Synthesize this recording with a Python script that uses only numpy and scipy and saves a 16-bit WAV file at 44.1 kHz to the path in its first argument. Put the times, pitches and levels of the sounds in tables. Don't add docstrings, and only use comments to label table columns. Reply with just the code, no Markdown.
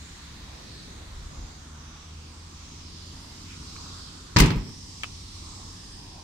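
import sys
import numpy as np
from scipy import signal
from scipy.fft import rfft, irfft, next_fast_len
from scipy.io import wavfile
from scipy.ndimage import uniform_filter1d, map_coordinates

SR = 44100
rng = np.random.default_rng(int(sys.argv[2]) if len(sys.argv) > 2 else 0)


def waveform_to_disk(signal):
    frames = np.transpose(np.atleast_2d(signal))
    scaled = np.clip(frames, -1, 1) * 32767
    samples = np.round(scaled).astype(np.int16)
    wavfile.write(sys.argv[1], SR, samples)


N = 274743
TIME = np.arange(N) / SR
AGE = np.arange(SR) / SR


def amp(db):
    return 10 ** (np.asarray(db) / 20)


def unit(x):
    return x / np.sqrt(np.mean(x ** 2) + 1e-20)


def along(points, hz):
    point_hz, value = np.transpose(points)
    return np.interp(np.log(hz + 1), np.log(point_hz + 1), value)


def curves(rows):
    s, *columns = np.transpose(rows)
    return [np.interp(TIME, s, column) for column in columns]


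def wobble(rate, size=N):
    knots = rng.standard_normal(int(size * rate / SR) + 4)
    return map_coordinates(knots, [TIME[:size] * rate])


def swell(s, half_s):
    return np.exp(-((TIME - s) / half_s) ** 2)


def filtered(x, response):
    length = x.shape[-1]
    padded = next_fast_len(length + 8192)
    spectrum = rfft(x, padded) * response(np.fft.rfftfreq(padded, 1 / SR))
    return irfft(spectrum, padded)[..., :length]


def reshaped(x, gain):
    hz, t, cells = signal.stft(x, SR, nperseg=256)
    return signal.istft(cells * gain(hz, t), SR)[1][:, :x.shape[1]]


# pitch_hz, correlation (1 is identical, 0 is unrelated)
STEREO_CORRELATION = [(70, 0.98), (160, 0.99), (300, 0.71), (600, 0.033), (1200, 0.13), (2500, 0.0082),
                      (10000, 0.022)]


def noise(spectrum, size):
    def mid_side_response(hz):
        angle = np.arccos(np.clip(along(STEREO_CORRELATION, hz), -1, 1)) / 2
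        return amp(along(spectrum, hz)) * [np.cos(angle), np.sin(angle)]

    mid, side = filtered(rng.standard_normal((2, size)), mid_side_response)
    return unit(np.array([mid + side, mid - side]))


def ring(modes, scatter_db, spread_hz):
    out = np.zeros((2, SR))
    for hz, db, t60 in modes:
        skew = rng.normal() * min(hz / spread_hz, 1) * np.array([[1], [-1]])
        decay = amp(db + scatter_db * rng.normal() - 60 * AGE / t60)
        out -= decay * np.sin(2 * np.pi * hz * AGE + skew)
    return out


def add(track, s, sound, pan_db=0):
    start = round(s * SR)
    panned = sound * amp([[pan_db / 2], [-pan_db / 2]])
    track[:, start:start + SR] += panned[:, :N - start]


# start_s, crack_level_db, crack_t60_s, clatter_level_db,
# dull_above_hz, left_over_right_db
METAL_CONTACTS = [(4.362, -12, 0.032, -19.5, 4530, -5), (4.3672, -6, 0.019, -24, 6400, 11.5),
                  (4.3855, -14, 0.032, -19.5, 16000, -4.5), (4.401, -8.5, 0.034, -21.5, 14900, 7.5),
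                  (4.4194, -19, 0.031, -27.5, 4500, -11), (4.458, -29, 0.062, -31, 11000, -3),
                  (4.503, -21.5, 0.044, -30, 4200, -2), (4.5602, -31, 0.0044, -62, 14000, -15),
                  (4.571, -42, .03, -40.5, 2400, -9), (4.692, -44, .025, -57, 13900, -7)]
# pitch_hz, density_db (per Hz)
CRACK_SPECTRUM = [(200, -5), (500, 4), (700, -32), (1000, -1), (2200, 1), (3200, -17), (4300, 2),
                  (6500, -1.5), (9000, -10.5), (15000, -11)]
# pitch_hz, density_db (per Hz)
CLATTER_SPECTRUM = [(60, -10), (150, 5), (350, -0.5), (520, -5), (700, -5.5), (950, 5), (1500, -4.5),
                    (2400, 2), (3300, -2), (5200, -4.5), (8000, -6), (15000, -21)]
# pitch_hz, t60_s
CLATTER_DECAY = [(100, 0.91), (400, 0.51), (1000, 0.33), (2500, 0.3), (6000, 0.2), (14000, 0.095)]


def latches(rattle_db=2.0):
    def steel_damping(hz, t):
        return amp(-60 * t / along(CLATTER_DECAY, hz)[:, None])

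    out = np.zeros((2, N))
    onset = 1 - np.exp(-AGE / 0.0009)
    for s, crack_db, crack_t60, clatter_db, dull_hz, pan_db in METAL_CONTACTS:
        crack = amp(crack_db - 60 * AGE / crack_t60) * noise(CRACK_SPECTRUM, size=SR)
        chatter = unit(amp(rattle_db * wobble(300, size=SR)))
        sheet = reshaped(noise(CLATTER_SPECTRUM, size=SR), steel_damping)
        clatter = amp(clatter_db) * chatter * sheet
        softened = filtered(crack + clatter, lambda hz: 1 / np.sqrt(1 + (hz / dull_hz) ** 6))
        add(out, s, softened * onset, pan_db)
    return out


# start_s, ring_level_db, thud_level_db
PANEL_BLOWS = [(4.3615, -14.5, -38), (4.401, -19.5, -19), (4.4208, -19, -13), (4.501, -29.5, -20.5),
               (4.556, -34.5, -23), (4.66, -45, -35.5)]
# pitch_hz, level_db (relative to the ring level), t60_s
PANEL_MODES = [(92.9, -4, 0.62), (115.2, 7.5, 0.15), (151.3, -7, 0.447), (167.1, -2.5, 0.57),
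               (214.4, -5, .42), (235, -14.5, 0.52), (267, -6.5, 0.34), (282.6, -8, 0.33),
               (305.6, -7.5, 0.28), (354.7, -14, .38), (383.6, -14.5, 0.49), (446.6, -15, 0.44),
               (483, -19, .4), (894, -16, .33), (986, -16, 0.26), (1194, -16, 0.24), (1260, -17, 0.17),
               (2200, -25, 0.23), (2454, -14.5, 0.18), (3740, -28, 0.18), (4300, -17, 0.17),
               (5070, -17, .22)]
# pitch_hz, density_db (per Hz)
THUD_SPECTRUM = [(40, -16), (85, -3), (135, 4), (175, 2), (230, -5), (380, -9.5), (600, -33), (1500, -46)]


def panels(thud_t60=0.16):
    out = np.zeros((2, N))
    onset = 1 - np.exp(-AGE / 0.0025)
    for s, ring_db, thud_db in PANEL_BLOWS:
        thud = amp(thud_db - 60 * AGE / thud_t60) * noise(THUD_SPECTRUM, size=SR)
        tone = amp(ring_db) * ring(PANEL_MODES, scatter_db=0.5, spread_hz=1200)
        add(out, s, (thud + tone) * onset)
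    return out


COVER_HZ, COVER_SWELL_S = 46.5, 0.016
# start_s, level_db
AIR_SHOVES = [(4.401, -9.5), (4.557, -21.5)]


def boom():
    out = np.zeros((2, N))
    u = AGE / COVER_SWELL_S
    envelope = u * np.exp(1 - u)
    swing = -envelope * np.cos(2 * np.pi * COVER_HZ * AGE)
    for s, db in AIR_SHOVES:
        add(out, s, amp(db) * swing)
    return out


# start_s, level_db, left_over_right_db
HANDLE_CLICKS = [(3.764, -41, -2), (5.0346, -20, 1), (5.0424, -30.5, -8)]
# pitch_hz, level_db (relative), t60_s
HANDLE_MODES = [(1260, -8, 0.026), (1730, -4, 0.023), (2320, -4, 0.033), (2470, -6.5, 0.046),
                (2590, -8, 0.067), (2880, -25, 0.052), (2950, -12.5, 0.08), (3620, -16, 0.074),
                (5300, -16, .03)]
# pitch_hz, density_db (per Hz)
TICK_SPECTRUM = [(300, -33), (700, -32), (1200, 6), (1900, -5), (2550, 8), (3600, -6), (6500, -12),
                 (9000, -17), (15000, -36)]


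def handle(tick_db=-2, tick_t60=0.013, echo_db=-21, echo_t60=0.13, ring_db=-5):
    out = np.zeros((2, N))
    for s, db, pan_db in HANDLE_CLICKS:
        decay = amp(tick_db - 60 * AGE / tick_t60) + amp(echo_db - 60 * AGE / echo_t60)
        tick = decay * noise(TICK_SPECTRUM, size=SR)
        tone = amp(ring_db) * ring(HANDLE_MODES, scatter_db=1.0, spread_hz=1800)
        add(out, s, amp(db) * (tick + tone), pan_db)
    return out


# pitch_hz, density_db (per Hz)
SCUFF_SPECTRUM = [(800, -28), (2000, -10), (2450, -3), (2900, -10), (4500, -29), (12000, -45)]


def scuff(s=3.52, half_s=0.047, db=-51):
    return amp(db) * swell(s, half_s) * noise(SCUFF_SPECTRUM, size=N)


# start_s, pitch_hz (firing rate), level_db
ENGINE_COURSE = [(0, 72.32, -49.5), (.7, 73.15, -56.5), (1.3, 75, -50.5), (2.6, 81.42, -46.5),
                 (3.15, 85.74, -50.5), (3.7, 86.7, -48.5), (4.8, 90, -53), (5.75, 90.73, -50),
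                 (6.23, 85, -71)]


def engine(waver_db=2.0):
    hz, db = curves(ENGINE_COURSE)
    phase = 2 * np.pi * np.cumsum(hz * (1 + 0.01516 * wobble(11))) / SR
    level = amp(db + waver_db * wobble(7.9)) * np.sqrt(2)
    return level * (np.sin(phase) + amp(-12.5) * np.sin(2 * phase) + amp(-14.0) * np.sin(3 * phase))


CALM_DB = -52.5
RUSTLE_DB, RUSTLE_CALM_DB = -53.5, -62.5
BREEZE_DROPS_S, BREEZE_DROP_LENGTH_S = 1.3, 0.19
# peak_s, half_length_s, level_db
GUST_SWELLS = [(1.285, 0.21, -41), (5.194, .3, -55), (6.12, 0.068, -51.5)]
# pitch_hz, density_db (per Hz)
BUFFET_SPECTRUM = [(12, -18), (28, 4), (70, 6), (120, -7), (300, -32), (800, -75)]
# pitch_hz, density_db (per Hz)
RUSTLE_SPECTRUM = [(500, -17), (1200, -2), (1800, 4.5), (2800, -1), (4000, 6.5), (5200, -12), (9000, -12.5),
                   (15000, -22)]


def breeze():
    push = amp(CALM_DB) + sum(amp(db) * swell(s, half_s) for s, half_s, db in GUST_SWELLS)
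    eddies = amp(1.5 * wobble(10))
    blowing = (1 - np.tanh((TIME - BREEZE_DROPS_S) / BREEZE_DROP_LENGTH_S)) / 2
    rustle_db = RUSTLE_CALM_DB + (RUSTLE_DB - RUSTLE_CALM_DB) * blowing
    buffeting = push * eddies * noise(BUFFET_SPECTRUM, size=N)
    return buffeting + amp(rustle_db) * noise(RUSTLE_SPECTRUM, size=N)


def patchy(x, depth_db):
    def patches(hz, t):
        field = rng.standard_normal((len(hz), len(t)))
        across_pitch = uniform_filter1d(field, size=5, axis=0)
        return amp(depth_db * unit(uniform_filter1d(across_pitch, size=90, axis=1)))

    return reshaped(x, patches)


MIRROR_GROWTH_PER_S = 0.073
# time_s, path_m
REFLECTION_PATH = [(2.4, 0.28), (3.2, .35), (4.1, 0.23), (4.8, .35), (5.4, 0.31), (6.23, 0.42)]


def mirrored(x):
    path_m, = curves(REFLECTION_PATH)
    arrival = TIME - path_m / 343
    late = np.array([np.interp(arrival, TIME, side) for side in x])
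    return unit(x + MIRROR_GROWTH_PER_S * TIME * late)


# time_s, centre_hz, lift_db
BRIGHT_BAND = [(.25, 7050, 4), (.45, 4000, 2.5), (.8, 4420, 7.5), (1, 6800, 3.5), (2.4, 5150, 4),
               (4, 5206, 4), (6.23, 5010, 4)]


def swishing(x, octaves=0.26):
    s, centre_hz, lift_db = np.transpose(BRIGHT_BAND)

    def lift(hz, t):
        distance = np.log2((hz[:, None] + 1) / np.interp(t, s, centre_hz))
        return amp(np.interp(t, s, lift_db) * np.exp(-(distance / octaves) ** 2))

    return unit(reshaped(x, lift))


# time_s, level_db
RUMBLE_COURSE = [(0, -48), (1.2, -48.5), (2.2, -51.5), (3.5, -46), (4.3, -48.5), (6.23, -48.5)]
# pitch_hz, density_db (per Hz)
RUMBLE_SPECTRUM = [(13, -27), (25, -9), (80, -5), (112, -9), (162, -8.5), (210, -12.5), (300, -13.5),
                   (410, -21), (600, -34), (1400, -80)]
# time_s, level_db
ROAD_COURSE = [(0, -52.5), (.8, -51), (1.1, -53.5), (1.4, -50.5), (2.6, -54), (3.25, -52), (4.2, -52.5),
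               (5, -56), (6.23, -55)]
# pitch_hz, density_db (per Hz)
ROAD_SPECTRUM = [(250, -13), (450, -3), (620, -2.5), (1050, 1), (1600, -5), (2500, -9), (4500, -12.5),
                 (9000, -34.5)]
# time_s, level_db
HISS_COURSE = [(0, -50), (.8, -51.5), (1.3, -52), (2.2, -52), (3.95, -45), (4.25, -49.5), (5.4, -45.5),
               (6.23, -49)]
# pitch_hz, density_db (per Hz)
HISS_SPECTRUM = [(1200, -38), (2500, -11), (4000, -3), (5200, -4), (6600, -5), (8200, -9.5), (10500, -20.5),
                 (13000, -28), (15800, -37)]


def surroundings():
    rumble_db, = curves(RUMBLE_COURSE)
    road_db, = curves(ROAD_COURSE)
    hiss_db, = curves(HISS_COURSE)
    rumble = amp(rumble_db + 1.07 * wobble(12)) * noise(RUMBLE_SPECTRUM, size=N)
    road = amp(road_db) * mirrored(patchy(noise(ROAD_SPECTRUM, size=N), depth_db=2.22))
    hiss = amp(hiss_db) * swishing(patchy(noise(HISS_SPECTRUM, size=N), depth_db=2.06))
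    return rumble + (road + hiss) * amp([[-1.2], [1.2]])


def scene():
    slam = latches() + panels() + boom()
    return slam + handle() + scuff() + engine() + breeze() + surroundings()


TOP_HZ = 16150


def record(dry):
    rounded = dry / (1 + dry ** 8) ** (1 / 8)
    return filtered(rounded, lambda hz: np.clip((TOP_HZ - hz) / 500, 0, 1))


dry = scene()
out = record(dry)
waveform_to_disk(out)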